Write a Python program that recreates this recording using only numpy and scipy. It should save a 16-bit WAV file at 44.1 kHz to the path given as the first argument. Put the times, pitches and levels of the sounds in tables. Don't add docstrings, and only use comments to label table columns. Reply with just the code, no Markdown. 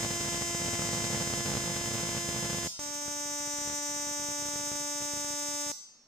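import sys
import numpy as np
from scipy import signal
from scipy.fft import irfft
from scipy.io import wavfile
from scipy.ndimage import uniform_filter1d

SR = 44100
rng = np.random.default_rng(int(sys.argv[2]) if len(sys.argv) > 2 else 0)


def int16_out(signal):
    q = np.round(np.clip(np.atleast_2d(signal).T, -1, 1) * 32767)
    wavfile.write(sys.argv[1], SR, q.astype(np.int16))


N = 268039
TIME = np.arange(-SR, N) / SR

# f/Hz, relative level/dB
VENT_SPECTRUM = [(20, -7), (60, -30), (100, -7), (140, -13), (220, -2.5), (350, -12), (600, -13),
                 (1200, -15), (3000, -22), (8000, -42), (15000, -38)]
# f/Hz, relative level/dB, t60/s
ROOM_TAIL = [(100, -11, 0.2), (318, -30.5, 0.92), (774, -15, 1), (1950, -19.5, 1), (4300, -1, 1),
             (6060, -5, 0.8), (9250, -2, 0.51), (14900, 2, 0.28)]
# left delay/s, right delay/s, relative level/dB
EARLY_REFLECTIONS = [(.0036, 0.0046, -9.5), (.0078, 0.0089, -32), (0.0118, 0.014, -21)]
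# f/Hz, rough relative level/dB, clean relative level/dB
SIZZLE_SPECTRUM = [(200, -9, 1), (700, 2.5, -3), (1270, 2, 3), (2500, 0.5, 3), (4480, -0.5, -1),
                   (6540, -4, -3), (7600, -7, -6), (9770, -20, -3), (11100, -21, -23), (14900, -18, -13)]
# f/Hz, relative level/dB
PUFF_SPECTRUM = [(20, -8.5), (60, 0.5), (130, 7), (250, -1), (500, -4), (900, -12), (1500, -17),
                 (3000, -28.5), (5000, -46.5), (10000, -59.5)]
# t/s, relative level/dB
SPIT_CUES = [(0.047, -21), (0.211, -21.5), (0.324, -29), (0.794, -21.5), (1.147, -21.5), (1.161, -25),
             (1.211, -24), (1.337, -21), (1.537, -20), (1.552, -20), (1.569, -21.5), (2.29, -22.5),
             (2.66, -29), (2.792, -30), (3.081, -28), (3.675, -29.5), (3.699, -32), (4.286, -31),
             (4.558, -27.5), (4.609, -33), (4.716, -28), (5.022, -30), (5.136, -29), (5.245, -34)]
# harmonic number,
# left level/dB, right level/dB
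ROUGH_HARMONICS = [(1, -45, -43), (2, -49, -47), (3, -51, -50), (4, -53, -50), (5, -55, -48), (6, -61, -44),
                   (7, -51, -63), (8, -52, -55), (9, -51, -49), (10, -56, -53), (11, -54, -51),
                   (12, -59, -61), (13, -63, -57), (14, -50, -53), (15, -43, -49), (16, -62, -57),
                   (17, -51, -42), (18, -42, -57), (19, -50, -41), (20, -44, -47), (21, -53, -57),
                   (22, -46, -46), (23, -50, -52), (24, -56, -56), (25, -59, -51), (26, -52, -54),
                   (27, -51, -62), (28, -55, -55), (29, -65, -59), (30, -68, -65), (31, -90, -90),
                   (32, -90, -90), (33, -86, -83), (34, -73, -77), (35, -61, -65), (36, -68, -67),
                   (37, -60, -60), (38, -66, -67), (39, -74, -74), (40, -63, -64), (41, -70, -69),
                   (42, -75, -71), (43, -67, -78), (44, -65, -64), (45, -79, -75)]
# harmonic number,
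# left level/dB, right level/dB
CLEAN_HARMONICS = [(1, -45, -50), (2, -46, -48), (3, -48, -49), (4, -54, -51), (5, -66, -51), (6, -57, -52),
                   (7, -53, -55), (8, -53, -67), (9, -57, -65), (10, -58, -62), (11, -59, -58),
                   (12, -57, -62), (13, -55, -53), (14, -60, -59), (15, -59, -60), (16, -57, -59),
                   (17, -58, -52), (18, -47, -57), (19, -48, -43), (20, -55, -40), (21, -43, -44),
                   (22, -41, -48), (23, -45, -47), (24, -54, -58), (25, -61, -60), (26, -47, -47),
                   (27, -60, -51), (28, -56, -57), (29, -50, -61), (30, -53, -56), (31, -51, -61),
                   (32, -60, -65), (33, -60, -59), (34, -65, -64), (35, -75, -74), (36, -73, -78),
                   (37, -90, -90), (38, -90, -90), (39, -82, -83), (40, -70, -79), (41, -70, -71),
                   (42, -68, -63), (43, -65, -64), (44, -68, -61), (45, -77, -79), (46, -71, -69),
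                   (47, -71, -73), (48, -65, -64), (49, -64, -64), (50, -76, -75), (51, -72, -65),
                   (52, -71, -63), (53, -83, -74)]
# f/Hz, width/Hz, share (0-1)
ANTIPHASE_BANDS = [(1363, 100, 0.83), (4116, 530, 0.84)]

ROUGH_HZ, CLEAN_HZ, TOP_HZ = 342.99, 291.018, 15700
ROUGH_SPAN_S, CLEAN_SPAN_S = (-0.89633, 2.6735), (2.79238, 5.7185)
SPUTTER_FOLLOWS, SIZZLE_FOLLOWS = 1.5, 0.46
CRACKLE_ECHO_DB = -3


def gain_of(db):
    return 10 ** (np.asarray(db) / 20)


def unit_rms(x):
    return x / np.sqrt(np.mean(x ** 2) + 1e-20)


def curve_at(table, hz, column=1):
    columns = np.transpose(table)
    return np.interp(np.log(hz + 1), np.log(columns[0] + 1), columns[column])


def minimum_phase(db):
    log_gain = np.log(gain_of(np.concatenate([db, db[-2:0:-1]])))
    return -signal.hilbert(log_gain).imag[:len(db)]


def response(table, column=1):
    db = curve_at(table, np.fft.rfftfreq(4096, 1 / SR), column)
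    return irfft(gain_of(db) * np.exp(1j * minimum_phase(db)))[:2048]


def through(x, impulse):
    return signal.oaconvolve(np.atleast_2d(x), np.atleast_2d(impulse), axes=1)[:, :len(TIME)]


def stereo_noise(correlation):
    shared, left, right = rng.standard_normal((3, len(TIME)))
    return np.sqrt(correlation) * shared + np.sqrt(1 - correlation) * np.array([left, right])


def sway(fastest_hz):
    t, rates = TIME[::128], np.geomspace(fastest_hz / 6, fastest_hz, num=16)
    waves = sum(np.sin(2 * np.pi * (hz * t + rng.random())) / np.sqrt(hz) for hz in rates)
    return np.interp(TIME, t, unit_rms(waves))


def looped(partials, cycles, size=32768):
    wavetable = irfft(np.pad(np.atleast_2d(partials), ((0, 0), (1, 0))), size) * size / np.sqrt(2)
    return wavetable[:, (cycles * size).astype(int) % size]


def ventilation(level_db=-71):
    return gain_of(level_db) * unit_rms(through(stereo_noise(0.98), response(VENT_SPECTRUM)))


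def workshop(predelay_s=0.0039):
    late = np.arange(SR) / SR > predelay_s
    hz, t, bands = signal.stft(rng.standard_normal((2, SR)) * late, SR, nperseg=256)
    decay_rate = np.log(1000) / curve_at(ROOM_TAIL, hz, column=2)[:, None]
    decay = np.exp(-decay_rate * t) * np.sqrt(2 * decay_rate / SR)
    bands *= gain_of(curve_at(ROOM_TAIL, hz)[:, None]) * decay
    echo = signal.istft(bands, SR, nperseg=256)[1][:, :SR]
    for left_s, right_s, db in EARLY_REFLECTIONS:
        echo[[0, 1], [round(left_s * SR), round(right_s * SR)]] += gain_of(db)
    return echo


def sizzle(cycles, excess, level_db, flare_db, colour, fade_cycles=0.53):
    spark = np.clip(cycles.astype(int), 0, len(excess) - 1)
    flare = gain_of(flare_db) * np.maximum(excess, 0)[spark]
    bursts = unit_rms(stereo_noise(0.061) * np.exp(-(cycles % 1) / fade_cycles))
    return through((gain_of(level_db) + flare) * bursts, colour / np.linalg.norm(colour))


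def sputter(spark_times, excess, carry):
    pushes = np.zeros(len(TIME))
    pushes[np.searchsorted(TIME, spark_times)] = excess - carry * np.append(excess[1:], 0)
    puff = response(PUFF_SPECTRUM)
    return through(-pushes, puff / puff.max())


def spark_excess(spark_times, spread_db, spit_trim_db, skew):
    chance = np.minimum(rng.exponential(1, len(spark_times)), 3) ** skew
    excess = unit_rms(chance - chance.mean()) * gain_of(np.interp(spark_times, TIME, spread_db))
    for when, db in SPIT_CUES:
        gap_s = abs(spark_times - when)
        if gap_s.min() < spark_times[1] - spark_times[0]:
            excess[gap_s.argmin()] = gain_of(db + spit_trim_db)
    return excess


def buzz(harmonics, hz, cycles, strength, echo, scatter_rad, scatter_hz, wander, flutter, width=1.064):
    number, *sides_db = np.transpose(harmonics)
    partial_hz, levels = number * hz, gain_of(sides_db)
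    side_phase = np.array([minimum_phase(np.r_[db[0], db])[1:] for db in sides_db])
    treble = np.minimum(partial_hz / scatter_hz, 1)
    phase = side_phase.mean(0) + scatter_rad * treble * rng.standard_normal(len(number))
    spread = width * (side_phase - side_phase.mean(0))
    antiphase = sum(share * np.exp(-((partial_hz - centre_hz) / width_hz) ** 2)
                    for centre_hz, width_hz, share in ANTIPHASE_BANDS)
    spread += antiphase * (np.array([[1], [-1]]) * np.pi / 2 - spread)
    standing = -levels * np.exp(1j * (phase + spread))
    radiated = -np.sqrt(uniform_filter1d(np.mean(levels ** 2, 0), size=3)) * np.exp(1j * phase)
    room_gain = echo @ np.exp(-2j * np.pi * np.outer(np.arange(SR) / SR, partial_hz))
    direct = looped(standing - room_gain * radiated, cycles)
    for _ in range(2):
        shift = treble * radiated * np.exp(2j * np.pi * rng.random(levels.shape))
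        direct += wander * sway(fastest_hz=0.99) * looped(shift, cycles)
    direct += flutter * sway(fastest_hz=46.05) * looped(standing * partial_hz / TOP_HZ, cycles)
    return strength * direct + through(strength * looped(radiated, cycles), echo)


def burn(span_s, hz, harmonics, drive_db, room, hiss_colour, buzz_db, sizzle_db, flare_db, uneven_db,
         spit_trim_db, restless_db, echo_db, skew, carry, **buzz_voicing):
    start, stop = span_s
    spark_times, cycles = np.arange(start, stop, 1 / hz), (TIME - start) * hz
    gate = uniform_filter1d(1.0 * ((TIME > start - 0.1 / hz) & (TIME < stop)), size=8)
    echo = gain_of(echo_db) * room
    activity_db = drive_db + restless_db * sway(fastest_hz=6.0)
    excess = spark_excess(spark_times, uneven_db + SPUTTER_FOLLOWS * activity_db, spit_trim_db, skew)
    hiss = sizzle(cycles, excess, sizzle_db + SIZZLE_FOLLOWS * activity_db, flare_db, hiss_colour)
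    crackle = gate * hiss + sputter(spark_times, excess, carry)
    tone = buzz(harmonics, hz, cycles, gate * gain_of(buzz_db + drive_db), echo, **buzz_voicing)
    return tone + crackle + gain_of(CRACKLE_ECHO_DB) * through(crackle, echo)


def rough_burn(room, sag_db=-0.7, sag_at_s=1.46, sag_ease_s=0.099):
    drive_db = sag_db * (1 + np.tanh((TIME - sag_at_s) / sag_ease_s)) / 2
    return burn(ROUGH_SPAN_S, ROUGH_HZ, ROUGH_HARMONICS, drive_db, room,
                hiss_colour=response(SIZZLE_SPECTRUM, column=1), sizzle_db=-47.0, flare_db=-12.0,
                uneven_db=-35.8, spit_trim_db=-4.0, restless_db=0.2, skew=0.93, carry=0.81,
                buzz_db=-0.13, echo_db=2.0, scatter_rad=1.1, scatter_hz=1880, wander=0.12, flutter=0.12)


def clean_burn(room, cold_db=-4, warm_up_s=0.29):
    drive_db = cold_db * np.exp(-np.maximum(TIME - CLEAN_SPAN_S[0], 0) / warm_up_s)
    return burn(CLEAN_SPAN_S, CLEAN_HZ, CLEAN_HARMONICS, drive_db, room,
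                hiss_colour=response(SIZZLE_SPECTRUM, column=2), sizzle_db=-55.5, flare_db=-11.5,
                uneven_db=-49.5, spit_trim_db=-4.2, restless_db=0.96, skew=2.3, carry=0.032,
                buzz_db=-0.1, echo_db=-1.0, scatter_rad=0.77, scatter_hz=3250, wander=0.2, flutter=0.13)


def scene():
    room = workshop()
    return (rough_burn(room) + clean_burn(room) + ventilation())[:, -N:]


def record(dry):
    high_cut = signal.firwin(511, TOP_HZ, window=("kaiser", 9), fs=SR)
    return signal.oaconvolve(dry, high_cut[None], "same")


dry = scene()
out = record(dry)
int16_out(out)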